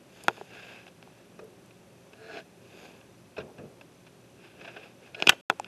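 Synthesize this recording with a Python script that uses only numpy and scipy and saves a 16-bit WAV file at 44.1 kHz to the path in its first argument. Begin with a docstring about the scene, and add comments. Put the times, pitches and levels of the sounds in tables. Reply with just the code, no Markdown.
"""A microfilm reader, close to the microphone in a quiet room: its plastic lever snaps back twice and
a stiff switch clacks over onto a sprung latch, each blow ringing the part and its hollow casing.
Between the snaps a hand rubs and ticks on the plastic and the film carriage slides and bumps.
Under it all lie a fan, a motor hum and a faint pulsing whine. The hardest clack overloads,
and the sound drops out for a moment just before the second snap of the lever."""
import sys
import numpy as np
from scipy import signal
from scipy.fft import rfft, irfft
from scipy.io import wavfile

SR = 44100
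rng = np.random.default_rng(int(sys.argv[2]) if len(sys.argv) > 2 else 0)


def master(y):
    """Save y as 16-bit WAV."""
    cut = np.clip(np.atleast_2d(y).T, -1, 1)
    pcm = np.round(cut * 32767)  # scale
    wavfile.write(sys.argv[1], SR, pcm.astype(np.int16))


N = 250047
TIME = np.arange(N) / SR

# Air noise of the fan. Each row: frequency in Hz, relative level in dB.
FAN_SPECTRUM = [(24, -63), (40, -22.5), (86, -12.5), (110, -8), (182, -5), (280, -8), (402, -9),
                (499, -20.5), (536, -6.5), (650, -16.5), (2010, -25), (2500, -24), (4340, -28.5),
                (12500, -33.5), (16200, -50.5), (22000, -120)]
# Hum of its motor. Each row: frequency in Hz, level in dB.
HUM_LINES = [(119, -68.5), (178, -67), (360, -70), (403, -70), (538, -86.5)]

# Resonances of the reader's parts. Each row: frequency in Hz, width in Hz, relative level in dB.
PLASTIC_MODES = [(687, 130, 4), (1628, 170, 7.5), (2608, 370, 8.5), (3030, 220, -8), (3274, 430, -5),
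                 (4800, 330, -6.5), (6700, 1000, -43), (11130, 3500, -27.5)]
FILM_MODES = [(3640, 400, 4), (4830, 1100, 3), (6500, 750, 0.5), (8860, 4400, -8.5), (10700, 1500, -11)]
CASING_MODES = [(215, 280, 0), (428, 91, -0.4), (670, 400, 0.77)]  # the hollow shell behind the controls
LEVER_MODES = [(385, 45, -6), (835, 123, -1), (961, 61, -5), (1405, 124, 0), (1600, 210, -14),
               (2464, 62, -8), (2593, 77, -11), (3352, 146, -12), (3534, 87, -23), (5539, 405, -26),
               (6363, 340, -26), (6667, 121, -32), (7489, 1200, -36), (10435, 1200, -36), (11339, 179, -45)]
CARRIAGE_MODES = [(439, 17, 2), (487, 28, 2), (572, 42, -3), (640, 13, -13), (1295, 300, -14),
                  (1520, 290, -19.5), (2515, 140, -14), (3840, 680, -24.5), (5200, 340, -28)]
STAND_MODES = [(102, 25, 2), (163, 35, 2), (231, 92, 7.1), (346, 120, 2.7)]  # under the carriage
RAIL_MODES = [(441, 38, 5), (650, 96, 2), (1500, 57, -6), (1640, 90, -4), (2640, 530, -9), (3240, 410, -20),
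              (4080, 220, -15), (5320, 390, -22.5), (6100, 830, -27)]  # the carriage while it slides
SWITCH_MODES = [(419, 307, -12), (696, 602, -4), (1688, 1064, -8), (1500, 110, -6), (2520, 150, 3),
                (2800, 250, 0), (3270, 120, -7), (3912, 283, -27), (4978, 289, -10), (5941, 166, -25),
                (7479, 90, -29), (10230, 1200, -37)]
LATCH_MODES = [(767, 47, -5), (1505, 60, 1), (1756, 45, -3), (2010, 80, -2), (2472, 45, -6),
               (2720, 130, -4), (3000, 345, -1), (3627, 89, -10), (4299, 243, -15), (4679, 45, -14),
               (5669, 45, -12), (6373, 161, -11), (6734, 92, -20), (7647, 70, -12), (10924, 174, -20),
               (11478, 285, -25)]
SPRING_MODES = [(1470, 27, -18), (2850, 44, 8), (7800, 25, -12.5), (11800, 18, -7.5)]
BUTTON_MODES = [(820, 137, 5.5), (2550, 210, -11), (5850, 1600, -19.5), (7200, 470, -18), (9300, 820, -51)]

# Strokes of the hand. 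Each row: start, rise, hold and fall in seconds, level in dB,
# then casing rumble and film hiss in dB relative to that level.
HAND_STROKES = [(0.034, 0.13, 0.23, 0.18, -61.5, -3.5, -0.5), (0.428, 0.12, 0.19, 0.21, -50.5, -9, -14),
                (0.944, .2, 0.05, 0.24, -69.5, -4, -16), (2.241, 0.128, 0.029, 0.026, -48.5, -20, -17),
                (2.522, 0.27, 0.056, .28, -57.5, 0.5, -3.5), (4.342, .11, .01, 0.14, -57, -9, -27),
                (4.511, 0.1, 0.24, 0.11, -56, -2, -20), (4.972, .07, 0.036, 0.066, -59.5, -1.5, -15),
                (5.096, 0.18, 0.059, 0.04, -51, 6.5, -7), (5.526, 0.14, .04, 0.055, -61, 4, -20)]
# Runs of the carriage. Each row: start, rise, hold and fall in seconds, level in dB, relative rumble in dB.
CARRIAGE_RUNS = [(2.065, 0.259, 0.066, 0.055, -44, -15), (5.093, 0.14, .008, 0.0094, -40.5, -21.5)]
# Fingers catching on the plastic. Each row: start in seconds, level in dB over 10 ms, chatter in seconds.
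FINGER_SCUFFS = [(.206, -53.5, .0027), (.366, -50, 0.0044), (0.867, -50, 0.0012), (.878, -51, 0.0026),
                 (1.027, -51, 0.00039), (1.708, -56, 0.0023), (2.1328, -51.5, 0.0022),
                 (2.3713, -45, 0.0016), (2.8525, -52, 0.0019), (3.013, -56.5, 0.00068),
                 (3.366, -43, 0.0031), (3.397, -42.5, 0.007), (3.582, -51, 0.0024), (3.811, -48.5, 0.0022),
                 (4.0642, -53, 0.0051), (4.61, -47, 0.0032), (4.644, -43.5, 0.0047), (4.675, -40, 0.0057),
                 (4.762, -39.5, 0.0049), (4.825, -49, 0.011)]

# Ticks, knocks and snaps. Each row: start in seconds, level in dB over 10 ms.
NAIL_TICKS = [(0.2375, -47), (1.4424, -64), (1.66, -61)]
LEVER_KNOCKS = [(0.2442, -50.5), (.3795, -46.5), (0.4126, -38), (1.0752, -52), (5.2235, -40), (5.3195, -40),
                (5.332, -41.5)]
LEVER_SNAPS = [(0.2825, -16.5), (5.4996, -18)]

# Blows on each part. 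Each row: start in seconds, level in dB over 10 ms, hardness as a treble cutoff
# in Hz, thud of the mount in dB relative to the clack, chatter in seconds.
CARRIAGE_BUMPS = [(1.3902, -42.5, 8000, -29, 0.0031), (1.396, -41.5, 654, -27, 0.019),
                  (3.378, -30.5, 4500, -10, 0.0058), (3.39, -38, 2000, 8, 0.019),
                  (3.582, -38, 2200, 1.5, 0.011), (3.62, -38.5, 925, 7, 0.017)]
SWITCH_CLACKS = [(5.1463, -38, 3830, -33, 0.0022), (5.2022, -41, 12000, -7, 0.00048),
                 (5.2236, -23, 5970, -14, 0.00013), (5.2695, -29, 12170, -18, 0.00075),
                 (5.2724, -15.5, 13000, -16.5, 0.001), (5.6452, -43, 6000, -32, 0.00092)]
LATCH_HITS = [(5.2853, -21.5, 3595, -10, 0.0026), (5.2925, -24.5, 15250, -13, 0.0012),
              (5.2936, -9, 15260, -35, 0.00094), (5.2977, -21.5, 8100, -17.5, 0.000091),
              (5.3005, -31.5, 12070, -13.5, 0.0024), (5.3175, -34.5, 3040, -13, 0.0043)]
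BUTTON_TAPS = [(5.598, -30.5, 12000, -34, 0.000092)]

# Reverberation of the room. Each row: frequency in Hz, time to fall 60 dB in seconds.
ROOM_DECAY = [(100, .45), (1000, 1), (4000, 0.93), (12000, 0.45)]


def amp(db):
    """Decibels to gain."""
    return 10 ** (np.asarray(db) / 20)


def unit(x):
    """Scales to rms 1."""
    return x / np.sqrt(np.mean(x ** 2) + 1e-20)


def over_10ms(x):
    """Scales a short sound to the energy of 10 ms at rms 1."""
    return unit(x) * np.sqrt(SR / 100 / len(x))


def curve_at(points, hz):
    """Reads a table of (Hz, value) on a log-frequency axis."""
    freqs, values = np.transpose(points)
    return np.interp(np.log(hz + 1), np.log(freqs), values)


def add(mix, start, sound):
    """Mixes a sound in at start seconds."""
    part = mix[round(start * SR):][:len(sound)]
    part += sound[:len(part)]


def filtered(x, hz, kind, order=2):
    """Causal low-pass or high-pass."""
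    return signal.sosfilt(signal.butter(order, min(hz, SR / 2 - 1000), kind, fs=SR, output="sos"), x)


def drift(top_hz):
    """Random motion of rms 1, no faster than top_hz."""
    return unit(irfft(rfft(rng.standard_normal(N)) * (np.fft.rfftfreq(N, 1 / SR) < top_hz), N))


def ring(modes, build_cycles=.4, size=12288):
    """Impulse response of a part: damped modes that each take a moment to build up."""
    t = np.arange(size) / SR
    out = np.zeros(size)
    for hz, width, db in modes:
        envelope = np.exp(-np.pi * width * t) * (1 - np.exp(-t * hz / build_cycles))
        out += amp(db) * width * envelope * np.cos(2 * np.pi * hz * t)
    return out


def choked(body, hold_s=.008):
    """A finger resting on the part chokes its ring."""
    t = np.arange(len(body)) / SR
    return unit(body * np.exp(-(t / hold_s) ** 2))


def strike(blows, body, mount_modes=CASING_MODES):
    """A short blow is one clean impact, a long one a chatter of slips; soft contact dulls the treble."""
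    out, t = np.zeros(N), np.arange(len(body)) / SR
    mount = ring(mount_modes, build_cycles=1.0)
    for start, db, hard_hz, thud_db, chatter_s in blows:
        age = t / max(chatter_s, 1 / SR)
        force = .11 * rng.standard_normal(len(t)) * age * np.exp(-age)
        force[0] = np.exp(-chatter_s / 0.0019)  # the clean impact
        clack = filtered(signal.fftconvolve(force, body)[:len(t)], hard_hz, "low")
        thud = signal.fftconvolve(force, mount)[:len(t)]
        add(out, start, amp(db) * over_10ms(unit(clack) + amp(thud_db) * unit(thud)))
    return out


def stroke(start, rise, hold, fall, db, power=1.88):
    """Gain over time of one movement: it gathers speed, holds it and comes to rest."""
    rising = (TIME - start) / rise
    falling = 1 - (TIME - start - rise - hold) / fall
    return amp(db) * np.clip(np.minimum(rising, falling), 0, 1) ** power


def rubbing(gain, rumble_gain, body, slips_per_s=9000, spread_db=0.5, rumble_hz=460, width_hz=300):
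    """Dense tiny slips excite a part and set the casing rumbling, each with its own gain over time."""
    slips = rng.standard_normal(N) * amp(spread_db * rng.standard_normal(N))
    slips *= rng.random(N) < slips_per_s / SR
    surface = unit(signal.fftconvolve(slips, body)[:N])
    casing = signal.fftconvolve(slips, ring([(rumble_hz, width_hz, 0)]))[:N]
    rumble = unit(filtered(casing, 230, "high"))
    flicker = amp(drift(50))  # about 1 dB
    return flicker * (gain * surface + rumble_gain * rumble)


def fan(air_db=-57, waver_db=2, wander_rad=0.94):
    """Steady air noise with the wavering hum of the motor in it."""
    spectrum = amp(curve_at(FAN_SPECTRUM, np.fft.rfftfreq(N, 1 / SR)))
    air = unit(irfft(rfft(rng.standard_normal(N)) * spectrum, N))
    hum = sum(amp(db + waver_db * drift(8.1)) * np.sin(2 * np.pi * hz * TIME + wander_rad * drift(4.7))
              for hz, db in HUM_LINES)
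    return amp(air_db) * air + np.sqrt(2) * hum


def whine(hz=5980, db=-78, pips_per_s=34, duty=0.32, waver_db=2, wander_rad=0.73):
    """A faint electronic whine that comes in short, regular pips."""
    cycle = (TIME * pips_per_s - .1) % 1
    pips = np.sqrt(np.maximum(np.sin(np.pi * np.minimum(cycle / duty, 1)), 0))
    gain = amp(db + waver_db * drift(4))
    tone = np.sin(2 * np.pi * hz * TIME + wander_rad * drift(90))
    return gain * unit(pips * tone)


def hand(rest_db=-71.5, rest_rumble_db=-66.5):
    """Each stroke rubs the plastic, rumbles the casing and draws the film through its guides."""
    rub, rumble, film = amp(rest_db), amp(rest_rumble_db), 0  # the hand never lies quite still
    for *shape, rumble_db, film_db in HAND_STROKES:
        gain = stroke(*shape)
        rub += gain
        rumble += gain * amp(rumble_db)
        film += gain * amp(film_db)
    plastic = rubbing(rub, rumble, ring(PLASTIC_MODES, build_cycles=0.74))
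    return plastic + rubbing(film, 0, ring(FILM_MODES))


def fingers(hard_hz=8000, reference_db=-47, db_per_octave=4.5, thud_db=-7):
    """Fingertips catch on the plastic; a firmer finger flattens and sounds duller."""
    blows = [(start, db, hard_hz * 2 ** ((reference_db - db) / db_per_octave), thud_db, chatter_s)
             for start, db, chatter_s in FINGER_SCUFFS]
    return strike(blows, ring(PLASTIC_MODES))


def fingernail(decay_s=0.0027, low_cut_hz=4200, size=1024):
    """Ticks too light to ring anything: only a spit of treble."""
    out, t = np.zeros(N), np.arange(size) / SR
    for start, db in NAIL_TICKS:
        burst = rng.standard_normal(size) * np.exp(-t / decay_s)
        add(out, start, amp(db) * over_10ms(filtered(burst, low_cut_hz, "high")))
    return out


def lever(buzz_after_s=0.00184, buzz_db=-15.5, bounce_after_s=.0145, bounce_db=-20, loss_db=6.5):
    """The lever snaps back, buzzes against its stop and bounces twice; lighter touches only knock."""
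    # Each contact: hardness in Hz, relative thud in dB, chatter in seconds.
    snap, buzz, knock = (14400, -19, .00007), (6100, -19, 0.002), (1000, 19, .0005)
    bounce = np.arange(2)
    delays = bounce_after_s * np.cumsum(.77 ** bounce)  # the gap between bounces shrinks
    blows, knocks = [], list(LEVER_KNOCKS)
    for start, db in LEVER_SNAPS:
        blows += [(start, db, *snap), (start + buzz_after_s, db + buzz_db, *buzz)]
        knocks += zip(start + delays, db + bounce_db - loss_db * bounce)
    blows += [(start, db, *knock) for start, db in knocks]
    return strike(blows, choked(ring(LEVER_MODES)))


def carriage(settle_db=-17, settle_s=0.18):
    """The heavy film carriage slides on its rail and bumps on its stand; the casing rumbles on."""
    slide = sum(stroke(*shape) for *shape, _ in CARRIAGE_RUNS)
    rumble = sum(stroke(*shape) * amp(rumble_db) for *shape, rumble_db in CARRIAGE_RUNS)
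    settling = np.max([amp(db + settle_db) * (TIME > start) * np.exp(-abs(TIME - start) / settle_s)
                       for start, db, *_ in CARRIAGE_BUMPS], axis=0)
    bumps = strike(CARRIAGE_BUMPS, ring(CARRIAGE_MODES), STAND_MODES)
    return bumps + rubbing(slide, rumble + settling, ring(RAIL_MODES, build_cycles=1.7))


def switch():
    """The stiff switch clicks lightly, then clacks over and thuds into the casing."""
    return strike(SWITCH_CLACKS, ring(SWITCH_MODES))


def latch(spring_db=-27):
    """The switch's latch scrapes, drops home and rebounds; its spring rings on behind it."""
    body = choked(ring(LATCH_MODES)) + amp(spring_db) * unit(ring(SPRING_MODES))
    return strike(LATCH_HITS, body)


def button():
    """One hard tap rings a small button."""
    return strike(BUTTON_TAPS, ring(BUTTON_MODES))


def room(x, build_s=0.0023):
    """The room returns a diffuse tail that lasts longest in the midrange."""
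    hz, t, noise = signal.stft(rng.standard_normal(SR // 2), SR, nperseg=256)
    decay = amp(-60 * t / curve_at(ROOM_DECAY, hz)[:, None])
    onset = 1 - np.exp(-t / build_s)
    tail = signal.istft(noise * decay * onset, SR)[1]
    return signal.fftconvolve(x, tail / np.linalg.norm(tail))[:N]


def scene(controls_cut_hz=170, low_cut_hz=70, room_db=-38.5):
    """Close handling with very little room, over the machine's steady noise; both channels alike."""
    controls = lever() + switch() + latch() + button() + fingers()
    controls = filtered(controls, controls_cut_hz, "high", order=3)  # small parts radiate little bass
    near = filtered(controls + carriage() + hand() + fingernail(), low_cut_hz, "high", order=4)
    mono = near + amp(room_db) * room(near) + fan() + whine()
    return np.array([mono, mono])


def record(dry, ceiling=0.92, dropout_s=(5.411, 5.497), top_hz=12850):
    """The hardest clack overloads, the sound drops out once, and the top treble is cut off."""
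    live = (TIME < dropout_s[0]) | (TIME > dropout_s[1])
    clipped = np.clip(dry, -ceiling, ceiling) * live
    low_pass = signal.firwin(255, top_hz, window=("kaiser", 9), fs=SR)
    return signal.oaconvolve(clipped, low_pass[None], "same")


dry = scene()
out = record(dry)
master(out)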